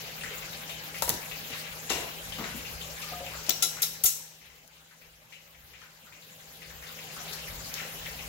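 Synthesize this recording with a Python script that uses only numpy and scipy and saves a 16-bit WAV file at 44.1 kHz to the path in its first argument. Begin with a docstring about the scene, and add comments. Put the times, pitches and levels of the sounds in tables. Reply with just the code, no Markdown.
"""A tiled kitchen: an appliance hums over room hiss; dog claws, stray knocks and low thuds come and go.
Near 1 s a plate is lifted off a stone counter and a knife slips off it: dull knocks with bright cracks.
Near 3 s a fork rubs the glaze and the plate sings; from 3.5 to 4 s it taps, ringing fork and plate.
The whole background then sinks, and is slowly back by about 7 s."""
import sys
import numpy as np
from scipy import signal
from scipy.fft import rfft, irfft
from scipy.io import wavfile

SR = 44100
rng = np.random.default_rng(int(sys.argv[2]) if len(sys.argv) > 2 else 0)


def pcm_store(signal):
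    """Save signal as 16-bit PCM."""
    levels = np.round(np.clip(np.atleast_2d(signal), -1, 1) * 32767)
    wavfile.write(sys.argv[1], SR, levels.astype(np.int16).T)


N = 365144

# Hum level, which the background follows. Each row: time in seconds, level in dB.
HUM_LEVELS = [(0.0, -53), (3.43, -53.5), (3.83, -55), (4.47, -68), (5.26, -68), (6.02, -66.5), (6.59, -61),
              (7.24, -53), (8.28, -53.5)]
# Motor tones. Each row: frequency in Hz, relative level in dB, phase wander rate in Hz.
MOTOR_TONES = [(161, 1.5, 3.3), (504, -8.5, 3.8), (572, -10.5, 11), (799, -8, 2.9)]
# Room hiss. Each row: frequency in Hz, relative spectral density in dB.
HISS_SPECTRUM = [(60, -38), (100, -3.5), (162, -7.5), (250, -6.5), (320, -16.5), (450, -7.5), (858, -9),
                 (1350, -11), (2380, -8.5), (4360, -14), (7200, -16.5), (16000, -14)]
# Hiss width. Each row: frequency in Hz, left-right correlation.
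HISS_CORRELATION = [(60, 1), (180, 0.36), (550, 0.67), (1650, -0.49), (4970, 0.15), (15000, -0.14)]
# Hiss balance. Each row: frequency in Hz, pan in dB (left over right, as in all tables).
HISS_PAN = [(60, -2), (240, 0), (950, 2.5), (3770, -3.5), (9000, 3), (15000, -4)]
# Thuds of steps and handling. Each row: peak time in seconds, level in dB.
THUD_PEAKS = [(0.41, -51), (0.71, -53), (1.04, -46), (1.73, -53), (1.96, -49), (2.3, -46), (2.55, -46),
              (2.76, -44), (3.34, -49), (3.71, -57), (4.49, -64), (5.09, -60), (5.63, -57), (6.76, -51),
              (7.52, -42.5), (8.04, -45), (8.28, -45)]
# Room decay. Each row: frequency in Hz, T60 in seconds.
ROOM_T60 = [(100, 0.1), (1000, 0.57), (4000, 0.58), (7000, 0.56), (10000, 0.47), (16000, 0.45)]
# Bouts of paw shuffling. Each row: peak time in seconds, level in dB.
SHUFFLE_PEAKS = [(0.05, -45.5), (0.35, -46.5), (1.53, -42.5), (2.02, -46.5), (2.36, -49), (2.53, -43),
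                 (3.1, -44), (3.5, -43.5), (4.45, -56.5), (5.8, -55), (7.8, -43.5)]
# Claws on tile. Each row: start in seconds, peak in dB, resonance in Hz.
CLAW_TICKS = [(0.2117, -33.5, 2790), (0.235, -27.5, 1870), (0.3326, -36.5, 2350), (0.4202, -35, 2400),
              (0.529, -33.5, 3820), (0.6946, -30, 2980), (0.944, -32, 2380), (1.2182, -36, 2300),
              (1.3126, -30, 2700), (1.6452, -38.5, 2750), (2.321, -30, 3120), (2.649, -35, 2760),
              (2.809, -32.5, 3200), (3.016, -34.5, 2720), (3.263, -31.5, 2520), (3.3358, -35.5, 1300),
              (3.767, -33, 1510), (4.415, -50, 2200), (4.5, -48.5, 2130), (4.73, -51, 3100),
              (4.91, -48, 1620), (5.0146, -46.5, 2450), (5.3228, -39.5, 2560), (5.546, -47, 2280),
              (5.7348, -41.5, 2370), (5.8153, -41.5, 1430), (6.0686, -43, 1450), (6.123, -42.5, 2480),
              (6.22, -46, 3980), (6.4022, -49, 1800), (6.618, -40, 2190), (6.7024, -39.5, 1740),
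              (6.825, -36, 1950), (6.868, -36.5, 3500), (6.9875, -37, 2430), (7.099, -38.5, 2340),
              (7.1652, -36.5, 1270), (7.278, -35, 3750), (7.325, -34, 4630), (7.328, -37, 1480),
              (7.384, -39, 2630), (7.4773, -35.5, 2000), (7.741, -34.5, 5280), (7.773, -31, 2330),
              (7.7958, -33, 1600), (8.059, -30.5, 2040), (8.1893, -34.5, 2600)]
# Assorted knocks, ticks, scrapes and low thuds, including knife and plate on the counter near 1 s.
# Each row: start in seconds, peak in dB, body in Hz, crack over body in dB,
# contact time in seconds, pan in dB.
KNOCKS_AND_TICKS = [(0.21, -31, 2700, -15, 0.0016, 0), (1.021, -11.5, 720, 1.5, 0.011, 2),
                    (1.023, -9, 1120, 12, 0.00087, 14), (1.076, -18, 710, -1, 0.021, 3),
                    (1.093, 4, 5600, 16, 0.00054, -5), (1.096, -24.5, 3800, 5, 0.015, 10),
                    (1.099, -15, 796, 1.5, 0.0026, 13.5), (1.1026, -20, 6040, 0, 0.0017, 19),
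                    (1.096, -32, 340, -18, 0.044, -2), (1.084, -33, 121, -30, 0.044, -1),
                    (1.138, -31, 392, -10, 0.008, 1), (1.14, -29, 6000, -7, 0.0026, 7),
                    (1.502, -29.5, 400, -3.5, 0.012, 6), (1.9, -18, 470, -20, 0.031, 3),
                    (1.892, -27, 2530, -8.5, 0.061, 16), (1.897, -18.5, 6500, -13, 0.022, -2),
                    (1.952, -26.5, 493, -13, 0.051, 2), (2.012, -33.5, 503, -17, 0.049, 4),
                    (2.381, -28.5, 197, -24, 0.064, 2), (2.381, -29.5, 900, -14, 0.042, 6),
                    (2.436, -29.5, 1490, -25, 0.046, 6), (2.537, -32.5, 236, -15, 0.058, 6),
                    (3.015, -28.5, 5500, -1, 0.024, 1), (3.462, -31, 5000, -5, 0.02, 7),
                    (3.485, -26.5, 394, -13, 0.018, 5), (4.036, -42.5, 62, -40, 0.017, 19),
                    (4.677, -35, 6000, 7, 0.002, 6), (7.332, -21.5, 4800, 5, 0.008, 2),
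                    (7.74, -22, 6150, -5, 0.0033, 2)]
# Tines on glaze. Each row: start in seconds, peak in dB, mode in Hz, contact time in seconds.
FORK_RUBS = [(3.025, -40.5, 1214, 0.069), (3.127, -34.5, 1230, 0.0095), (3.114, -31, 715, 0.037),
             (3.2, -35, 541, 0.042), (3.201, -34, 715, 0.048), (3.254, -38, 740, 0.025)]
# Plate modes. Each row: frequency in Hz, gain in dB, T60 in seconds.
PLATE_MODES = [(351, 0.5, 0.15), (482, 8.5, 0.078), (757, 10.5, 0.053), (1364, 11, 0.08), (2000, 6, 0.084),
               (2700, -6, 0.057)]
# Fork modes. Each row: frequency in Hz, gain in dB, T60 in seconds before hand damping.
FORK_MODES = [(3600, 14, 0.055), (3980, 23.5, 0.06), (4780, 11, 0.12), (5740, 8, 0.1), (6780, -9, .1),
              (6860, 7, 0.15), (7100, 3, 0.089), (7080, 8, .1), (7480, 8, 0.1), (7960, 11, 0.05),
              (8900, 15, .08), (9370, 15, 0.1), (10400, 14, 0.13), (11450, 12.5, 0.12), (12320, 5.5, 0.08),
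              (13060, 4, 0.054), (14180, 7, .06), (14590, 9, 0.065), (15400, 9, .06)]
# Fork on plate. Each row: start in seconds, peak in dB, lower and upper favoured pitch in Hz,
# upper trim in dB, shunned pitch in Hz, rise and contact time in seconds,
# plate over fork in dB, pan in dB.
FORK_TAPS = [(3.491, -5, 5000, 15100, 0, 9000, 0.0044, 0.002, -16.5, 6),
             (3.501, -16, 4200, 15000, -11, 8800, 0.0047, 0.011, -15, 4),
             (3.623, -8.5, 6000, 10500, -10.5, 8700, 0.00093, 0.022, -13, 3.5),
             (3.818, -9.5, 5500, 12700, 13, 8900, 0.0034, 0.0059, -29, 3),
             (3.825, -10, 5260, 12100, -2.5, 8150, 0.0044, 0.016, -18.5, 0.5),
             (4.036, -6, 7340, 13100, 16, 4320, 0.0022, 0.017, -21, 3.5),
             (4.051, -7, 7500, 12400, -7.5, 4150, 0.0092, 0.023, -28, -2)]
# Microphone response. Each row: frequency in Hz, left gain in dB, right gain in dB.
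MIC_RESPONSE = [(900, -2, -2.5), (7260, 5, -2.5), (8330, -7, -3), (10000, -4, -3), (11760, -1, -2.5),
                (14500, 2, -4)]
# Phase turns on the right side. Each row: centre in Hz, width in Hz.
MIC_PHASE_TURNS = [(1700, 150), (3300, 1000), (5000, 2300), (7700, 310), (9300, 230), (12000, 880),
                   (14500, 360)]

HISS_OVER_HUM_DB, RUMBLE_OVER_HUM_DB, SHUFFLE_OVER_HUM_DB = 13, -6.5, -13
ANTIPHASE = np.array([[1], [-1]])


def amp(db):
    return 10 ** (np.asarray(db) / 20)


def unit_rms(x):
    return x / np.sqrt(np.mean(x ** 2) + 1e-20)


def at_hz(points, hz):
    points_hz, values = np.transpose(points)
    return np.interp(np.log(np.maximum(hz, 1)), np.log(points_hz), values)


def pan(db):
    return amp(ANTIPHASE * db / 2)


def bandpass(x, edges_hz, order):
    return signal.sosfilt(signal.butter(order, edges_hz, "band", fs=SR, output="sos"), x)


def band(x, hz, octaves, passes=1):
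    edges_hz = np.clip(hz * 2.0 ** (np.array([-.5, .5]) * octaves), 20, .45 * SR)
    for _ in range(passes):
        x = bandpass(x, edges_hz, order=1)
    return x


def bell_curve(hz, centre_hz, octaves):
    return np.exp(-(np.log2(hz / centre_hz) / octaves) ** 2)


def drift(rate_hz):
    """Slow random wander, unit RMS."""
    hop = 40
    r = np.exp(-2 * np.pi * rate_hz * hop / SR)
    slow = signal.lfilter([1], [1, -2 * r, r * r], rng.standard_normal(N // hop + 2002))[2000:]
    return np.interp(np.arange(N) / hop, np.arange(len(slow)), unit_rms(slow))


def ring(x, hz, t60_s):
    """One decaying mode."""
    r, w = amp(-60 / (t60_s * SR)), 2 * np.pi * hz / SR
    return signal.lfilter([0, np.sin(w)], [1, -2 * r * np.cos(w), r * r], x + 1e-18)


def burst(decay_s, size, rise_s=1e-4):
    """Rough contact: noise with a linear rise and exponential decay."""
    t = np.arange(size) / SR
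    attack = np.minimum(t / max(rise_s, 1e-4), 1)
    return rng.standard_normal(size) * attack * np.exp(-np.maximum(t - rise_s, 0) / decay_s)


def click(at_s, size):
    return np.arange(size) == round(at_s * SR)


def swells(peaks, floor_db, rise_db_per_s, fall_db_per_s):
    """Gain that climbs from a floor to each peak and falls back."""
    t = np.arange(N) / SR
    level_db = floor_db
    for peak_s, peak_db in peaks:
        slope = np.where(t < peak_s, rise_db_per_s, fall_db_per_s)
        level_db = np.maximum(level_db, peak_db - slope * np.abs(t - peak_s))
    return amp(level_db)


def add(track, start_s, sound, peak_db, pan_db):
    at = round(start_s * SR)
    placed = pan(pan_db) * amp(peak_db) * sound / np.abs(sound).max()
    track[:, at:at + sound.shape[-1]] += placed[:, :N - at]


def room_hiss():
    """Third-octave noise bands, each with its own level, flicker, width and pan."""
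    out, edges_hz = 0, 80 * 2 ** np.arange(0, 8, 1 / 3)
    white = rng.standard_normal((2, 2, N))
    for k, (low_hz, high_hz) in enumerate(zip(edges_hz, edges_hz[1:])):
        mid, side = bandpass(white[k % 2], [low_hz, high_hz], order=2)
        hz = np.sqrt(low_hz * high_hz)
        correlation = at_hz(HISS_CORRELATION, hz)
        gain = amp(at_hz(HISS_SPECTRUM, hz) + 2.92 * drift(16.1)) * pan(at_hz(HISS_PAN, hz))
        out += gain * (np.sqrt(1 + correlation) * mid + np.sqrt(1 - correlation) * side * ANTIPHASE)
    return unit_rms(out)


def appliance_hum(waver_db=1.2):
    """Motor tones: sines wandering slightly in phase and level."""
    t = np.arange(N) / SR
    tones = 0
    for hz, db, wander_hz in MOTOR_TONES:
        phase = 2 * np.pi * hz * t + 0.48 * drift(wander_hz)
        tones += amp(db + waver_db * drift(6)) * np.sqrt(2) * np.sin(phase)
    return tones * pan(0.61)


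def thuds(hum_db):
    """Near-mono rumble with a floor resonance, swelling at each thud."""
    mid, side = bandpass(rng.standard_normal((2, N)), [36, 100], order=2)
    mid = unit_rms(mid) + 0.86 * unit_rms(ring(mid, hz=67.3, t60_s=1.0))
    rumble = unit_rms(mid + .3 * unit_rms(side) * ANTIPHASE) * pan(2)
    floor_db = hum_db + RUMBLE_OVER_HUM_DB + 2.2 * drift(1.2)
    return rumble * swells(THUD_PEAKS, floor_db, rise_db_per_s=108, fall_db_per_s=61)


def kitchen_reverb(x, spots=4, dwell_s=.19):
    """Dense reflections in half-octave bands; the moving microphone cycles through sets of them."""
    t = np.arange(SR * 3 // 4) / SR
    white = rng.standard_normal((spots, 2, len(t))) * np.minimum(t / 0.0013, 1)
    tails = sum(band(white, hz, octaves=.5, passes=2) * amp(-60 * t / at_hz(ROOM_T60, hz))
                for hz in 125 * 2 ** np.arange(0, 7.1, .5))
    position = np.arange(N) / SR / dwell_s
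    out = 0
    for k, tail in enumerate(tails):
        distance = np.abs((position - k + spots / 2) % spots - spots / 2)
        crossfade = np.sqrt(np.maximum(1 - distance, 0))
        response = tail / np.sqrt(np.sum(tail ** 2) / 2)
        out += signal.fftconvolve([x.mean(axis=0) * crossfade], response)[:, :N]
    return out


def paw_shuffle(hum_db):
    """Soft shuffling: fluttering noise that swells in bouts."""
    noise = band(rng.standard_normal((2, N)), 2300, octaves=1.6, passes=2)
    patter = unit_rms(noise * amp(2.5 * drift(14)))
    bouts = swells(SHUFFLE_PEAKS, hum_db + SHUFFLE_OVER_HUM_DB, rise_db_per_s=97, fall_db_per_s=114)
    return bouts * patter * pan(0.57)


def claws():
    """Each claw lands with a tick and skids briefly, with a broad resonance."""
    out, size = np.zeros((2, N)), SR // 5
    for start_s, peak_db, hz in CLAW_TICKS:
        skid = burst(decay_s=.038, size=size, rise_s=.004)
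        tone = unit_rms(band(skid, hz, octaves=.8, passes=2))
        scratch = unit_rms(band(skid, 5000, octaves=2.4))
        touch = burst(decay_s=0.0032, size=size)
        tick = unit_rms(band(touch, 2300, octaves=1.4)) + 1.33 * unit_rms(ring(touch, hz, t60_s=0.017))
        add(out, start_s, tone + 0.35 * scratch + 0.5 * unit_rms(tick), peak_db, pan_db=4.5)
    return out


def knocks_and_ticks(sharp_s=0.0018):
    """Unringing contacts: broad body, bright crack. Returns direct sound and room send."""
    direct, send = np.zeros((2, 2, N))
    size = SR // 4
    for start_s, peak_db, hz, crack_db, contact_s, pan_db in KNOCKS_AND_TICKS:
        blow = burst(contact_s, size, rise_s=0.15 * contact_s)
        body = band(band(blow, hz, octaves=0.86), hz, octaves=5.5)
        snap = burst(2 * contact_s, size, rise_s=0.14 * contact_s) + 9 * click(0.095 * contact_s, size)
        crack = band(snap, 10900, octaves=0.84)
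        knock = unit_rms(body) + amp(crack_db) * unit_rms(crack)
        send_db = 20 * np.log10(contact_s / (contact_s + sharp_s))   # sharp knocks arrive mostly direct
        add(direct, start_s, knock, peak_db, pan_db)
        add(send, start_s, knock, peak_db + send_db, pan_db)
    return direct, send


def fork_rubs():
    """Tines dragged over the glaze make one low mode sing."""
    out = np.zeros((2, N))
    for start_s, peak_db, hz, contact_s in FORK_RUBS:
        drag = burst(contact_s, SR // 2, rise_s=0.0055)
        add(out, start_s, ring(drag, hz, t60_s=0.13), peak_db, pan_db=3.5)
    return out


def fork_ring(drive, low_hz, high_hz, high_db, shunned_hz, hand_t60_s=.022):
    """Hand-damped fork modes; the struck spot favours two pitches and shuns one."""
    detunes = rng.normal(1, 0.006, len(FORK_MODES))
    scatter_db = rng.normal(0, 2.5, len(FORK_MODES))
    out = 0
    for (hz, db, t60_s), detune, random_db in zip(FORK_MODES, detunes, scatter_db):
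        spot_db = (5.3 * bell_curve(hz, low_hz, octaves=0.18)
                   + (18 + high_db) * bell_curve(hz, high_hz, octaves=0.31)
                   - 11 * bell_curve(hz, shunned_hz, octaves=0.12))
        held_t60_s = 1 / (1 / t60_s + 1 / hand_t60_s)
        out += amp(db + random_db + spot_db) * ring(drive, hz * detune, held_t60_s)
    return unit_rms(out)


def fork_taps():
    """Tines click and chatter, ringing fork and plate. Returns direct sound and room send."""
    direct, send = np.zeros((2, 2, N))
    size = SR // 4
    for (start_s, peak_db, low_hz, high_hz, high_db, shunned_hz,
         rise_s, contact_s, plate_db, pan_db) in FORK_TAPS:
        blow = burst(contact_s, size, rise_s) + 3.6 * click(rise_s, size)
        side = 0.61 * burst(contact_s, size, rise_s) * ANTIPHASE
        bright = band(blow + side, 8000, octaves=3.5, passes=2)
        dull = band(blow, 1100, octaves=3.5)
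        fork = fork_ring(bright, low_hz, high_hz, high_db, shunned_hz)
        plate = sum(amp(db) * ring(dull, hz, t60_s) for hz, db, t60_s in PLATE_MODES)
        ringing = fork + amp(plate_db) * unit_rms(plate)
        low = unit_rms(band(bright, low_hz, octaves=1.0))
        high = unit_rms(band(bright, high_hz, octaves=0.5))
        chatter = 0.82 * unit_rms(low + amp(high_db) * high)
        add(direct, start_s, ringing + chatter, peak_db, pan_db)
        add(send, start_s, .45 * ringing + chatter, peak_db, pan_db)
    return direct, send


def scene():
    """Direct sources, room reflections and background."""
    hum_db = np.interp(np.arange(N) / SR, *np.transpose(HUM_LEVELS))
    taps, tap_send = fork_taps()
    rubs = fork_rubs()
    knocks, knock_send = knocks_and_ticks()
    dog = claws() + paw_shuffle(hum_db)
    background = amp(hum_db) * (appliance_hum() + amp(HISS_OVER_HUM_DB) * room_hiss()) + thuds(hum_db)
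    room = kitchen_reverb(amp(-4.5) * tap_send + amp(-1) * knock_send + amp(-2) * dog) * pan(0.36)
    return background + room + dog + knocks + rubs + taps


def record(dry):
    """Microphone: colour per side, phase turned on the right by the housing, soft clip, low-pass."""
    ceiling, cutoff_hz = .9, 15780
    hz = np.arange(N // 2 + 1) * SR / N
    colour_db = [at_hz(np.array(MIC_RESPONSE)[:, [0, column]], hz) for column in (1, 2)]
    left, right = irfft(rfft(dry) * amp(colour_db), N)
    for centre_hz, width_hz in MIC_PHASE_TURNS:
        r = np.exp(-np.pi * width_hz / SR)
        poles = [1, -2 * r * np.cos(2 * np.pi * centre_hz / SR), r * r]
        right = signal.lfilter(poles[::-1], poles, right)   # all-pass
    rounded = ceiling * np.tanh(np.array([left, right]) / ceiling)
    return signal.sosfilt(signal.ellip(10, .2, 60, cutoff_hz, fs=SR, output="sos"), rounded)


dry = scene()
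out = record(dry)
pcm_store(out)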